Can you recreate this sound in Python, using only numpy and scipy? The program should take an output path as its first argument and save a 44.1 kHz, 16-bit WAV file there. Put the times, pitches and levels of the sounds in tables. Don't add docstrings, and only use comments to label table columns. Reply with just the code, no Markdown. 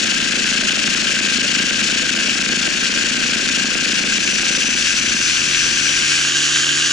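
import sys
import numpy as np
from scipy import signal
from scipy.fft import rfft, irfft, next_fast_len
from scipy.io import wavfile

SR = 44100
rng = np.random.default_rng(int(sys.argv[2]) if len(sys.argv) > 2 else 0)


def gain_from_db(level_db):
    decades = np.asarray(level_db, float) / 20
    return 10 ** decades


def wav_out(sig):
    wavfile.write(sys.argv[1], SR, np.round(np.clip(np.atleast_2d(sig).T, -1, 1) * 32767).astype(np.int16))


N = 305172
SIZE = next_fast_len(N)

# t/s, slackness 0-2
GRIP = [
    (0, 0),
    (4.5, 0.0038),
    (4.85, 0.77),
    (5.3, 1.03),
    (5.95, 1.27),
    (6.5, 1.95),
    (6.92, 2),
]
# t/s, aim 0-3
AIM = [
    (0, 0),
    (1.7, -0.06),
    (2.2, 1),
    (3.85, 1.03),
    (4.3, 2),
    (5.8, 2),
    (6.3, 3),
    (6.92, 3),
]


def blades(turns):
    # aim 0-3, lower ring level/dB, upper ring level/dB, upper ring f/Hz, left-right/dB
    rings = [(0, -27, -23, 2670, 1.5), (1, -27, -23, 2590, 2), (2, -28.5, -22.5, 2560, 1.5),
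             (2.1, -29, -22, 2480, 1), (2.6, -28.5, -21.5, 2480, 3), (3, -25, -21, 2850, 1)]
    lower_db, upper_db, upper_hz, pan_db = follow(AIM, rings)
    passes = 3 * turns + .15
    strength = strengths(passes, 2.8)
    spokes = 1 + .25 * np.cos(8 * np.pi * passes)
    rush = (.55 + np.exp(-(passes % 1) / .4) * strength) * spokes
    sizes = gain_from_db(1.8 * np.minimum(rng.exponential(1, (2, N)), 3)) * rng.choice([-1., 1.], (2, N))
    slaps = (rng.random((2, N)) < 500 * np.minimum(rush, 1.6) ** 2 / SR) * sizes
    drive = rush * rng.standard_normal((2, N)) + 0.59 * evened(slaps)
    beat = evened(beats(passes - .03) * strength)

    low_drive = drive + 0.6 * beat
    lower = resonate(resonate(low_drive, 1560, 390), 2210, 900)
    lower += 1.74 * resonate(low_drive, 1605, 82)
    high_drive = drive + 0.51 * gain_from_db(upper_db + 23.5) * beat
    upper = resonate(resonate(high_drive, upper_hz, 585), upper_hz, 2600)
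    return ports(gain_from_db(lower_db) * evened(lower) + gain_from_db(upper_db) * evened(upper), pan_db)


def engine(firings):
    # aim 0-3, hiss level/dB, hiss brightness/dB, left-right/dB
    engine_side = [(0, -18.5, -1.5, 8), (1, -19.5, -1, 7.5), (2.1, -20.5, 2, 6.5), (2.7, -19.5, 3, 3),
                   (3, -22, 4.5, .5)]
    # f/Hz, level/dB per Hz
    hiss_spectrum = [(500, -20), (850, -27), (1150, -20), (1560, -6.5), (2050, -9), (2600, -1.5),
                     (3600, -7.5), (4400, -7.5), (5900, -6), (6350, -11), (6850, -8), (7700, -13),
                     (9300, -22.5), (11300, -30)]
    # multiple of firing rate, level/dB, loudest aim 0-3, loss/dB per step of aim
    whine_notes = [(30, -39, 1.2, 2), (31, -41, 0, 2), (33, -39, 3, 5), (35, -39, 1.6, 5),
                   (38, -38, 2.2, 14), (39, -40, 2.6, 6), (40, -37, 2.2, 12), (41, -36, 2.1, 8),
                   (42, -32, 2, 9), (42, -33, 3, 16), (43, -40, 0, 9), (44, -38, 3, 16), (45, -39, 2.1, 6),
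                   (46, -41, 0, 8), (47, -37, 1.1, 4), (47, -36, 3, 10), (48, -35, 3, 16), (49, -38, 3, 12),
                   (51, -44, 0, 2)]
    hiss_db, bright_db, pan_db = follow(AIM, engine_side)
    puffs = (1 + .5 * np.exp(-(firings % 1) / 0.27)) * gain_from_db(0.84 * drift(16)[0])
    one_rattle = rng.standard_normal(306)
    rattle = signal.oaconvolve(beats(firings), one_rattle)[:N]
    rattle = evened(resonate(rattle, 5260, 5000))
    hiss = colour(puffs * rng.standard_normal((2, N)) + .16 * rattle, hiss_spectrum)
    hiss += (gain_from_db(bright_db) - 1) * resonate(hiss, 8800, 4400)

    aim, whine = curves(AIM)[0], np.zeros(N)
    wobble = firings + 0.002 * drift(30)[0]
    for (k, db, best, lost_db), fade in zip(whine_notes, drift(14, count=len(whine_notes))):
        level_db = db + 7.5 - lost_db * abs(aim - best) + 2.4 * fade
        whine += gain_from_db(level_db) * np.cos(2 * np.pi * (k * wobble + rng.random()))
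    skew = 0.047 * pan_db * np.roll(whine, shift=2) * [[1], [-1]]
    panned = whine * gain_from_db([pan_db / 2, -pan_db / 2]) / gain_from_db(0.12 * abs(pan_db))
    return ports(gain_from_db(hiss_db) * hiss, pan_db) + skew + panned


def notes(cycles, orders, level_db):
    out = np.zeros((2, N))
    for (k, db), waver in zip(orders, drift(8, count=len(orders))):
        start = rng.random() + .12 * rng.random((2, 1))
        out += gain_from_db(db + 1.1 * waver) * np.cos(2 * np.pi * (k * cycles + start))
    return gain_from_db(level_db) * evened(out)


def shaft_notes(firings, turns):
    # slackness 0-2, exhaust level/dB, blade level/dB, frame buzz level/dB
    note_levels = [(0, -43, -42.5, -43.5), (.9, -40.5, -44, -46), (1.1, -36, -45.5, -47),
                   (2, -34, -44, -47)]
    # multiple of firing rate, level/dB
    exhaust = [(.5, -15), (1, -2), (1.5, -18), (2, -1), (2.5, -3), (3, -23), (8, -8), (8.5, -8.5)]
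    # multiple of blade passing rate, level/dB
    blade_note = [(1, -14), (2, -12), (3, -1.5), (4, -2), (5, -14), (6, -10), (7, -9.5), (8, -10.5),
                  (9, -13.5), (11, -23), (12, -12.5), (13, -10.5)]
    exhaust_db, blade_db, frame_db = follow(GRIP, note_levels)
    frame = gain_from_db(frame_db) * np.sqrt(2) * np.cos(2 * np.pi * firings) * [[1], [-1]]
    return frame + notes(firings, exhaust, exhaust_db) + notes(3 * turns, blade_note, blade_db)


def knocks(turns):
    # t/s, peak level/dB
    strays = [(4.621, -34.5), (4.644, -23), (4.686, -21), (4.718, -25), (4.75, -24), (4.835, -25),
              (4.939, -25), (5.006, -23.5), (5.041, -25.5), (5.075, -26), (5.107, -26), (5.145, -23),
              (5.2, -31), (5.416, -31), (5.475, -30), (5.72, -31), (5.81, -29)]
    steady_until = 4.6
    draw = rng.standard_normal((int(turns[-1]), 2))
    at = np.searchsorted(turns, np.arange(len(draw)) + .25 + .05 * draw[:, 0])
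    train = np.zeros(N)
    heights = gain_from_db(2.8 * np.clip(draw[:, 1], -3, 1.1))
    train[np.clip(at, 0, N - 1)] = heights * (at < steady_until * SR)
    s, peak_db = np.transpose(strays)
    train[((s - .004) * SR).astype(int)] = gain_from_db(peak_db + 22.5)
    return train


def mount(turns, train):
    # slackness 0-2, hum level/dB, wind level/dB, shake level/dB, rumble level/dB
    carried = [(0, -34.5, -40, -51, -49), (1.2, -40.5, -49.5, -49, -43.5), (2, -46, -49.5, -70, -53)]
    # f/Hz, level/dB per Hz
    wind_spectrum = [(60, -8), (130, -12), (220, 3), (350, 1.5), (600, -2.5), (900, -24), (1400, -59)]
    hum_db, wind_db, shake_db, rumble_db = follow(GRIP, carried)
    t = np.arange(1500) / SR
    buzz = rng.standard_normal((3, N))

    tick = np.exp(-((t - .0018) / 0.00035) ** 2) * np.cos(2 * np.pi * 2500 * t)
    ticks = evened(signal.oaconvolve(np.minimum(train, 1.5), tick)[:N]) * gain_from_db([[4], [-4]])
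    sign = np.sign(drift(40)[0] + .4)
    late_push = np.exp(-((t - .005) / 0.00012) ** 2)
    shove = signal.oaconvolve(train ** 0.54 * sign, late_push)[:N] * [[1.2], [.9]]
    thud = evened(resonate(resonate(resonate(shove, 219, 69), 242, 264), 300, 420))
    burst = signal.oaconvolve(train ** .6, np.exp(-((t - .005) / .003) ** 2))[:N]
    crack = burst * (buzz[:2] - 0.19 * buzz[1::-1])
    crack = evened(resonate(resonate(crack, 455, 410), 550, 480)) * gain_from_db([[-9], [-6]])
    hits = gain_from_db(-34) * (thud + crack + ticks)

    flutter = evened(buzz[2] * (rng.random(N) < 120 / SR))
    hum_drive = buzz[:2] + 0.64 * buzz[2] + 0.5 * flutter
    hum = evened(resonate(resonate(hum_drive, 201.5, 53), 258, 117)) * gain_from_db([[-2.5], [2.5]])
    shake = np.sqrt(2) * np.cos(2 * np.pi * (turns + 0.2))
    gusts = buzz[2] + .4 * rng.standard_normal((2, N))
    rumble = evened(resonate(resonate(gusts, 80, 93), 78, 100))

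    gust_db = (2.5 + 2.2 * np.sin(np.pi / 2 * curves(GRIP)[0])) * drift(30)[0]
    gust_db = gust_db + 1.2 * drift(30, count=2)
    wind = colour(rng.standard_normal((2, N)) * gain_from_db(gust_db), wind_spectrum)
    wind[1] = 0.69 * wind[0] + 2.0 * wind[1]
    steady = gain_from_db(hum_db) * hum + gain_from_db(shake_db) * shake + gain_from_db(rumble_db) * rumble
    return hits + steady + gain_from_db(wind_db) * wind


def ducking(train):
    t = np.arange(1500) / SR
    dip = (1 - np.exp(-t / 0.000049)) * np.exp(-(t / 0.014) ** 2)
    return 7 * signal.oaconvolve(np.minimum(train, 1.8), dip)[:N]


def ports(pair, pan_db):
    # f/Hz, likeness 0-1
    likeness = [(700, 0.33), (1200, 1), (2400, 0.66), (4500, 0.96), (10000, 0.59)]
    # f/Hz, lead/radians
    left_lead = [(700, -2.5), (1200, -2), (1800, 0.73), (2500, 1.89), (3500, 0.8), (10000, 0.14)]
    same = np.clip(read(likeness), 0, 1)
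    a, b = rfft(pair, SIZE)
    shared = same * np.exp(-1j * read(left_lead)) * a
    right = irfft(shared + np.sqrt(1 - same ** 2) * b, SIZE)[:N]
    return np.array([pair[0] * gain_from_db(pan_db / 2), right / gain_from_db(pan_db / 2)])


def resonate(x, hz, width):
    r = np.exp(-np.pi * width / SR)
    if np.ndim(hz) == 0:
        return 2 * signal.lfilter([1 - r], [1, -r * np.exp(2j * np.pi * hz / SR)], x).real
    turn = np.exp(2j * np.pi * np.cumsum(hz) / SR)
    return 2 * (turn * signal.lfilter([1 - r], [1, -r], x * turn.conj())).real


def beats(cycles):
    return np.diff(np.floor(cycles), prepend=np.floor(cycles[0]))


def strengths(cycles, spread_db):
    return gain_from_db(spread_db * rng.standard_normal(int(cycles[-1]) + 2))[cycles.astype(int)]


def drift(hz, count=1):
    t = np.arange(0, N + 256, 256) / SR
    f, start = np.geomspace(hz / 8, hz, num=16), rng.random((count, 16, 1))
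    slow = np.sin(2 * np.pi * (f[:, None] * t + start)).sum(1) / np.sqrt(8)
    return np.array([np.interp(np.arange(N) / SR, t, row) for row in slow])


def evened(x):
    return x / np.sqrt(np.mean(x ** 2) + 1e-20)


def read(points):
    f, value = np.transpose(points)
    return np.interp(np.log(np.fft.rfftfreq(SIZE, 1 / SR) + 1), np.log(f), value)


def colour(x, points):
    return evened(irfft(rfft(x, SIZE) * gain_from_db(read(points)), SIZE)[:, :N])


def curves(rows):
    s, *columns = np.transpose(rows)
    return [np.interp(np.arange(N) / SR, s, c) for c in columns]


def follow(control, rows):
    at, *columns = np.transpose(rows)
    return [np.interp(curves(control)[0], at, c) for c in columns]


def scene():
    # t/s, firing rate f/Hz
    speed = [(0, 143.0), (0.3, 142.98), (0.6, 142.62), (1.4, 142.59), (1.8, 143.06), (2.1, 144.0),
             (2.7, 144.08), (3.3, 143.97), (3.6, 143.56), (4.2, 144.62), (5.1, 144.95), (5.4, 144.82),
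             (5.7, 144.44), (6.0, 144.36), (6.6, 143.8), (6.92, 143.72)]
    firings = np.cumsum(curves(speed)[0]) / SR
    turns = firings / 5.158 + .02
    train = knocks(turns)
    duck_db = ducking(train)
    airborne = blades(turns) / gain_from_db(0.34 * duck_db) + engine(firings) / gain_from_db(duck_db)
    return airborne + shaft_notes(firings, turns) + mount(turns, train)


def low_pass(x):
    return signal.sosfilt(signal.butter(12, 11500, fs=SR, output="sos"), x)


def record(dry):
    edge = signal.firwin(1501, 11090, window=("kaiser", 9), fs=SR)
    limited = 1.1 * np.tanh(dry / 1.1)
    mix = signal.oaconvolve(limited, edge[None], "same")
    return low_pass(mix)


dry = scene()
out = record(dry)
wav_out(out)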